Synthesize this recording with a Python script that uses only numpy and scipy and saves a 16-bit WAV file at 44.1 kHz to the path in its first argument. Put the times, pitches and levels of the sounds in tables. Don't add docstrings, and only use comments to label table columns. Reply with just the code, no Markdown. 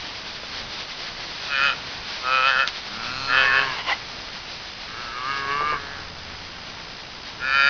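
import sys
import numpy as np
from scipy import signal
from scipy.fft import rfft, irfft, next_fast_len
from scipy.io import wavfile
from scipy.ndimage import map_coordinates

SR = 44100
rng = np.random.default_rng(int(sys.argv[2]) if len(sys.argv) > 2 else 0)


def output_pcm(signal):
    pcm = np.clip(np.atleast_2d(signal).T, -1, 1) * 32767
    wavfile.write(sys.argv[1], SR, np.round(pcm).astype(np.int16))


N = 339129
TIME = np.arange(N) / SR
CLEAR, HUSKY = .15, .23

# start_s, length_s, attack_s, release_s, level_db, pitch_hz,
# climb_hz_per_s, scoop_hz, catch_s, waver_hz, waver_period_s, mouth_start_hz, mouth_end_hz, gape_hz
WAVERING_MOOS = [(1.478, 0.27, .13, .08, -19.5, 139.3, -8, 0, 1.575, 4, .165, 1350, 1370, 190),
                 (2.215, .455, 0.15, .07, -19.5, 132.7, 0, 10, 2.545, 4.5, .136, 1226, 1423, 170),
                 (3.268, .385, 0.088, .11, -18.5, 129.5, 11, 5, 3.489, 5, .22, 1360, 1580, 279.5),
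                 (7.388, .5, 0.27, .06, -16.5, 135, 21, 11.5, 7.51, 1.1, .11, 1418, 1375, -6),
                 (3.25, .535, .2, .16, -26, 137.7, -3, 1, 3.515, 1.7, .16, 1250, 950, -2)]
# start_s, length_s, attack_s, release_s, level_db, start_hz, top_hz, end_hz
PLAIN_LOWS = [(2.83, .53, .44, .07, -30.5, 102, 136, 138), (5.68, .43, .1, .22, -38, 142.5, 141.5, 137),
              (3.07, .56, .22, 0.24, -43.5, 87, 101, 84), (5.47, 1.22, .44, .42, -45.5, 65, 84.8, 82)]


def amp(db):
    return 10 ** (np.asarray(db) / 20)


def unit(x):
    return x / np.sqrt(np.mean(x ** 2) + 1e-20)


def along(points, hz):
    f, values = np.transpose(points)
    return np.interp(np.log(hz + 1), np.log(f + 1), values)


def curves(rows, t):
    times, *columns = np.transpose(rows)
    return [np.interp(t, times, column) for column in columns]


def bump(t, centre_s, half_length_s):
    return np.exp(-((t - centre_s) / half_length_s) ** 2)


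def wobble(rate):
    return map_coordinates(rng.standard_normal(int(N * rate / SR) + 4), [TIME * rate])


def filtered(x, response):
    size = next_fast_len(len(x) + 8192)
    return irfft(rfft(x, size) * response(np.fft.rfftfreq(size, 1 / SR)), size)[:len(x)]


def noise(spectrum):
    return unit(filtered(rng.standard_normal(N), lambda f: amp(along(spectrum, f))))


def resonance(f, hz, width):
    return 1j * f * width / (hz * hz - f * f + 1j * f * width)


def causal(gain_db, size):
    cepstrum = irfft(np.log(amp(gain_db)))
    cepstrum[:, 1:size // 2] *= 2
    cepstrum[:, size // 2 + 1:] = 0
    return np.exp(rfft(cepstrum))


def wind():
    # freq_hz, relative_db
    air_spectrum = [(12, -28.5), (20, 7), (22, 5), (210, 0), (351, -5), (935, -1.5), (1260, -3.5),
                    (1490, -2.5), (4950, -12), (6170, -17), (6970, -50.5), (9060, -75), (15300, -120)]
    leaf_spectrum = [(180, -29.5), (300, -10), (457, -7.5), (564, -8.5), (849, -5.5), (4820, -1.5),
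                     (5950, -12), (6970, -37.5), (9060, -71.5), (15300, -120)]
    # centre_s, half_length_s, strength
    gusts = [(0.756, 0.055, 1.8), (1.28, 0.15, 1.6), (1.81, .05, 1.6), (2.13, 0.079, 2)]
    breeze_db = np.interp(TIME, [3.27, 6.77], [-36.06, -42.64])
    gust_db = 1.88 * sum(strength * bump(TIME, s, half_length) for s, half_length, strength in gusts)
    bed = noise(air_spectrum) * amp(-41 + 1.2 * wobble(5))
    leaves = noise(leaf_spectrum) * amp(breeze_db + gust_db + 2.07 * wobble(22))
    rumble = noise([(15, -1.5), (60, -15.5), (200, -22.5), (2000, -92)]) * amp(-59.5 + 1.7 * wobble(7.7))
    return bed + leaves + rumble


def handling_ticks():
    # start_s, relative_db, centre_hz, t60_s
    touches = [(0.434, -30.5, 650, .04), (2.6335, -21, 4000, .008), (2.676, -13.5, 2900, 0.02),
               (2.6875, -20.5, 3300, .008), (5.608, -26, 500, 0.26), (5.722, -27, 450, 0.14)]
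    out, t = np.zeros(N), np.arange(SR // 10) / SR
    for start, db, hz, t60 in touches:
        rattle = rng.standard_normal(len(t)) * amp(-60 * t / t60)
        rattle[0] += 10
        tick = filtered(rattle, lambda f: resonance(f, hz, 2 * hz) ** 2 / (1 + (f / 5500) ** 8))
        out[round(start * SR):][:len(t)] += tick * np.sqrt(SR / hz / 4) * amp(db - 3)
    return out


def tree_line_echo(x, t60_s=0.59):
    t = np.arange(SR) / SR
    scatter = rng.standard_normal(SR) * amp(-60 * t / t60_s) * (1 - np.exp(-t / 0.0068))
    tail = filtered(scatter, lambda f: 1 / (1 + (f / 2500) ** 2))
    return signal.fftconvolve(x, tail / np.linalg.norm(tail))[:N]


def envelope(start, length, attack, release):
    t = np.linspace(start, start + length, num=200)
    rise = np.clip((t - start) / attack, 0, 1)
    fall = np.clip(1 - (t[-1] - t) / release, 0, 1)
    swell = np.sin(np.pi / 2 * rise) * np.cos(np.pi / 2 * fall)
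    return t, rise, fall, 20 * np.log10(np.maximum(swell, .03))


def lowing(start, length, attack, release, db, from_hz, top_hz, to_hz, mouth_hz=1364):
    t, rise, fall, swell_db = envelope(start, length, attack, release)
    glide_in = (from_hz - top_hz) * np.cos(np.pi / 2 * rise) ** 2
    glide_out = (to_hz - top_hz) * np.sin(np.pi / 2 * fall) ** 2
    return np.column_stack([t, top_hz + glide_in + glide_out, db + swell_db, np.full_like(t, mouth_hz)])


def wavering(start, length, attack, release, db, hz, climb, scoop_hz, catch, waver_hz, period,
             mouth_from_hz, mouth_to_hz, gape_hz):
    scoop_s, drop_hz, push_db_per_hz = .09, 24.96, .41
    t, _, fall, swell_db = envelope(start, length, attack, release)
    age = t - start
    waver = -waver_hz * np.cos(2 * np.pi * (t - catch) / period) * bump(t, catch, 1.3 * period)
    pitch = hz + climb * age - scoop_hz * np.exp(-age / scoop_s) + waver - drop_hz * fall ** 2
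    gape = gape_hz * bump(t, catch - .016, .034)
    mouth = mouth_from_hz + (mouth_to_hz - mouth_from_hz) * age / length + gape
    return np.column_stack([t, pitch, db + swell_db + push_db_per_hz * waver, mouth])


def moo(course, throat, rough, mouth_db=0, mouth_width_hz=200, jaw_db=0, bright_db=0, effort=0.48,
        open_db=0, stretch=0, size=2048):
    start, end = course[0][0], course[-1][0]
    t = TIME[(TIME >= start) & (TIME <= end)]
    cycles = np.cumsum(curves(course, t)[0]) / SR
    snaps = np.interp(np.arange(int(cycles[-1]) + 1), cycles, t)
    ends_in_scene = end < TIME[-1] - .05
    loose = rough * (1 + 2.8 * np.exp((snaps - end) / .04) * ends_in_scene)
    snaps = snaps + 4e-5 * loose * rng.standard_normal(len(snaps))
    pitch, db, mouth_hz = [curve[:, None] for curve in curves(course, snaps)]
    f, age = np.fft.rfftfreq(size, 1 / SR), np.arange(size) / SR
    opening = np.clip((mouth_hz - 1300) / 100, 0, 1)
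    shape_db = along(throat, f / (1 + stretch * opening))
    shape_db += mouth_db * abs(resonance(f, mouth_hz, mouth_width_hz))
    shape_db += jaw_db * opening * abs(resonance(f, 1748, 220)) ** 2
    treble_db = bright_db + effort * (db - db.max()) + open_db * np.log2(mouth_hz / np.median(mouth_hz))
    shape_db += treble_db * np.clip(f / 1500 - 1, 0, 1)
    drift_grid = np.broadcast_arrays((snaps[:, None] - start) * 12 + 1, f / 450)
    shape_db += 1.8 * map_coordinates(rng.standard_normal((24, 64)), drift_grid, mode="nearest")
    puff = rng.standard_normal((len(snaps), size)) * np.exp(-age * pitch)
    breath = rfft(puff / np.linalg.norm(puff, axis=1, keepdims=True)) * (.7 + f / 6000)
    excitation = loose[:, None] * breath - 1
    onset, fraction = np.divmod(snaps[:, None] * SR, 1)
    subsample_delay = np.exp(-2j * np.pi * f * fraction / SR)
    pulses = irfft(causal(shape_db, size) * excitation * subsample_delay)
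    pulses *= np.sqrt(SR / pitch) / np.linalg.norm(pulses, axis=1, keepdims=True)
    pulses *= amp(db + .5 * rng.standard_normal(db.shape))
    return np.bincount((onset.astype(int) + np.arange(size)).ravel(), pulses.ravel(), N)[:N]


def far_cows():
    # freq_hz, relative_db
    thin_throat = [(140, -25), (430, -6), (700, -13), (1100, -3), (1700, 3.5), (2200, -11), (4000, -47)]
    deep_throat = [(85, 1), (170, -6), (260, -17), (1000, -34), (3000, -52.5)]
    thin, deep, deeper = [lowing(*row) for row in PLAIN_LOWS[1:]]
    return moo(thin, thin_throat, CLEAR) + moo(deep, deep_throat, HUSKY) + moo(deeper, deep_throat, CLEAR)


def rasp():
    # centre_hz, width_hz, relative_db
    modes = [(1015, 190, -2.5), (1424, 170, -9), (2040, 380, -6), (2900, 380, -5.5), (4460, 1300, -12.5)]
    # centre_s, half_length_s, level_db
    pushes = [(3.66, 0.063, -31.5), (3.795, 0.042, -29.5), (3.902, 0.035, -21.5)]
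    # start_s, length_s, start_hz, end_hz, level_db
    whistles = [(3.908, 0.023, 767, 860, -25), (3.915, 0.027, 1880, 2080, -19.5)]
    air = rng.standard_normal(N)
    air = filtered(air, lambda f: sum(amp(db) * resonance(f, hz, width) for hz, width, db in modes))
    air = filtered(air, lambda f: 1 / (1 + (f / 4500) ** 6))
    push = sum(amp(db) * bump(TIME, s, half_length) for s, half_length, db in pushes)
    flutter = amp(1.7 * wobble(260))
    out = unit(air * flutter) * push
    for start, length, from_hz, to_hz, db in whistles:
        progress = np.clip((TIME - start) / length, 0, 1)
        hz = (from_hz + (to_hz - from_hz) * progress) * (1 + 0.021 * wobble(400))
        swell = amp(db) * np.sqrt(2) * np.sin(np.pi * progress) ** 2
        out += swell * np.sin(2 * np.pi * np.cumsum(hz) / SR)
    return out


def answering_cow():
    # freq_hz, relative_db
    hum_throat = [(110, -12), (220, -1), (350, -16), (900, -11), (1400, -4), (2100, -16), (2620, 1),
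                  (3000, -18), (3900, -14), (4220, 5), (4550, -13), (6000, -22)]
    open_throat = [(130, -6), (330, -9.5), (430, 0), (580, -14), (850, -9), (1150, 0), (1420, -7),
                   (1650, 7), (1950, -12), (2220, 5.5), (2500, -12.5), (2750, 4), (3200, -17.5),
                   (4400, -7.5), (6000, -29)]
    # time_s, pitch_hz, level_db, mouth_hz
    long_moo = [(4.88, 106.4, -40.5, 1230), (5.01, 121.6, -35.5, 1370), (5.104, 118.0, -37.5, 1290),
                (5.188, 126.2, -30.5, 1220), (5.234, 128.5, -30.5, 1183), (5.308, 138.8, -26, 1239),
                (5.468, 137.7, -29, 1117), (5.51, 140.4, -24.5, 1120), (5.568, 144.8, -26, 1140),
                (5.712, 151.1, -23, 1180), (5.734, 149.1, -23, 1083), (5.78, 140, -32, 1090)]
    hum, answer = lowing(*PLAIN_LOWS[0]), wavering(*WAVERING_MOOS[-1])
    return (moo(hum, hum_throat, CLEAR, mouth_db=7.5, mouth_width_hz=110, effort=3.2, bright_db=1)
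            + moo(answer, open_throat, CLEAR, mouth_db=17.5, mouth_width_hz=110, bright_db=1.5)
            + moo(long_moo, open_throat, HUSKY, mouth_db=18, mouth_width_hz=130, effort=.65, open_db=51))


def near_cow():
    # freq_hz, relative_db
    throat = [(130, -26.5), (410, -20.5), (530, -1.5), (670, -9.5), (1080, -7.5), (1350, 1.5), (1700, -6),
              (2050, -8), (2330, -7.5), (2520, 12.5), (2760, -9), (3010, 4.5), (3300, -8), (4700, -6),
              (5600, -27)]
    wide_throat = [(130, -28.5), (410, -24), (540, -8.5), (680, -14), (1150, -10), (1360, -1), (1750, -1),
                   (2030, -15.5), (2470, 10), (2790, -12), (3020, 4), (3330, -29), (3720, 0.5),
                   (4120, -16.5), (4650, -2), (5500, -24), (6400, -25)]
    first, second, third, last = [wavering(*row) for row in WAVERING_MOOS[:4]]
    return (moo(first, throat, HUSKY, mouth_db=11.5, mouth_width_hz=90, jaw_db=14.5,
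                bright_db=3, open_db=15, stretch=-0.012)
            + moo(second, throat, CLEAR, mouth_db=13, mouth_width_hz=117, jaw_db=16.5,
                  bright_db=-1.5, effort=1.5, open_db=14.5, stretch=0.016)
            + moo(third, throat, HUSKY, mouth_db=11, mouth_width_hz=150, jaw_db=16,
                  bright_db=-2.5, stretch=0.02)
            + moo(last, wide_throat, CLEAR, mouth_db=14.5, mouth_width_hz=73, jaw_db=13, bright_db=-0.5))


def scene():
    herd = near_cow() + answering_cow() + far_cows() + rasp()
    return (herd + amp(-25) * tree_line_echo(herd) + wind() + handling_ticks())[None]


def record(dry):
    # pitch_hz, level_db
    tones = [(5012, -53), (6013, -64.5)]
    buzz_hz, cutoff_hz = 60, 6900
    whine = sum(amp(db) * np.sqrt(2) * np.sin(2 * np.pi * hz * TIME + 0.28 * wobble(9.6))
                for hz, db in tones)
    pulsing = np.exp(-(TIME * buzz_hz % 1) / 0.44)
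    buzz = amp(-42.5) * unit(noise([(300, -6.5), (2000, -4), (5000, -2), (6500, -25.5)]) * pulsing)
    mix = dry[0] + whine + buzz
    return filtered(mix, lambda f: 1 / (1 + (f / cutoff_hz) ** 36) ** 2 * (f < cutoff_hz + 400))[None]


dry = scene()
out = record(dry)
output_pcm(out)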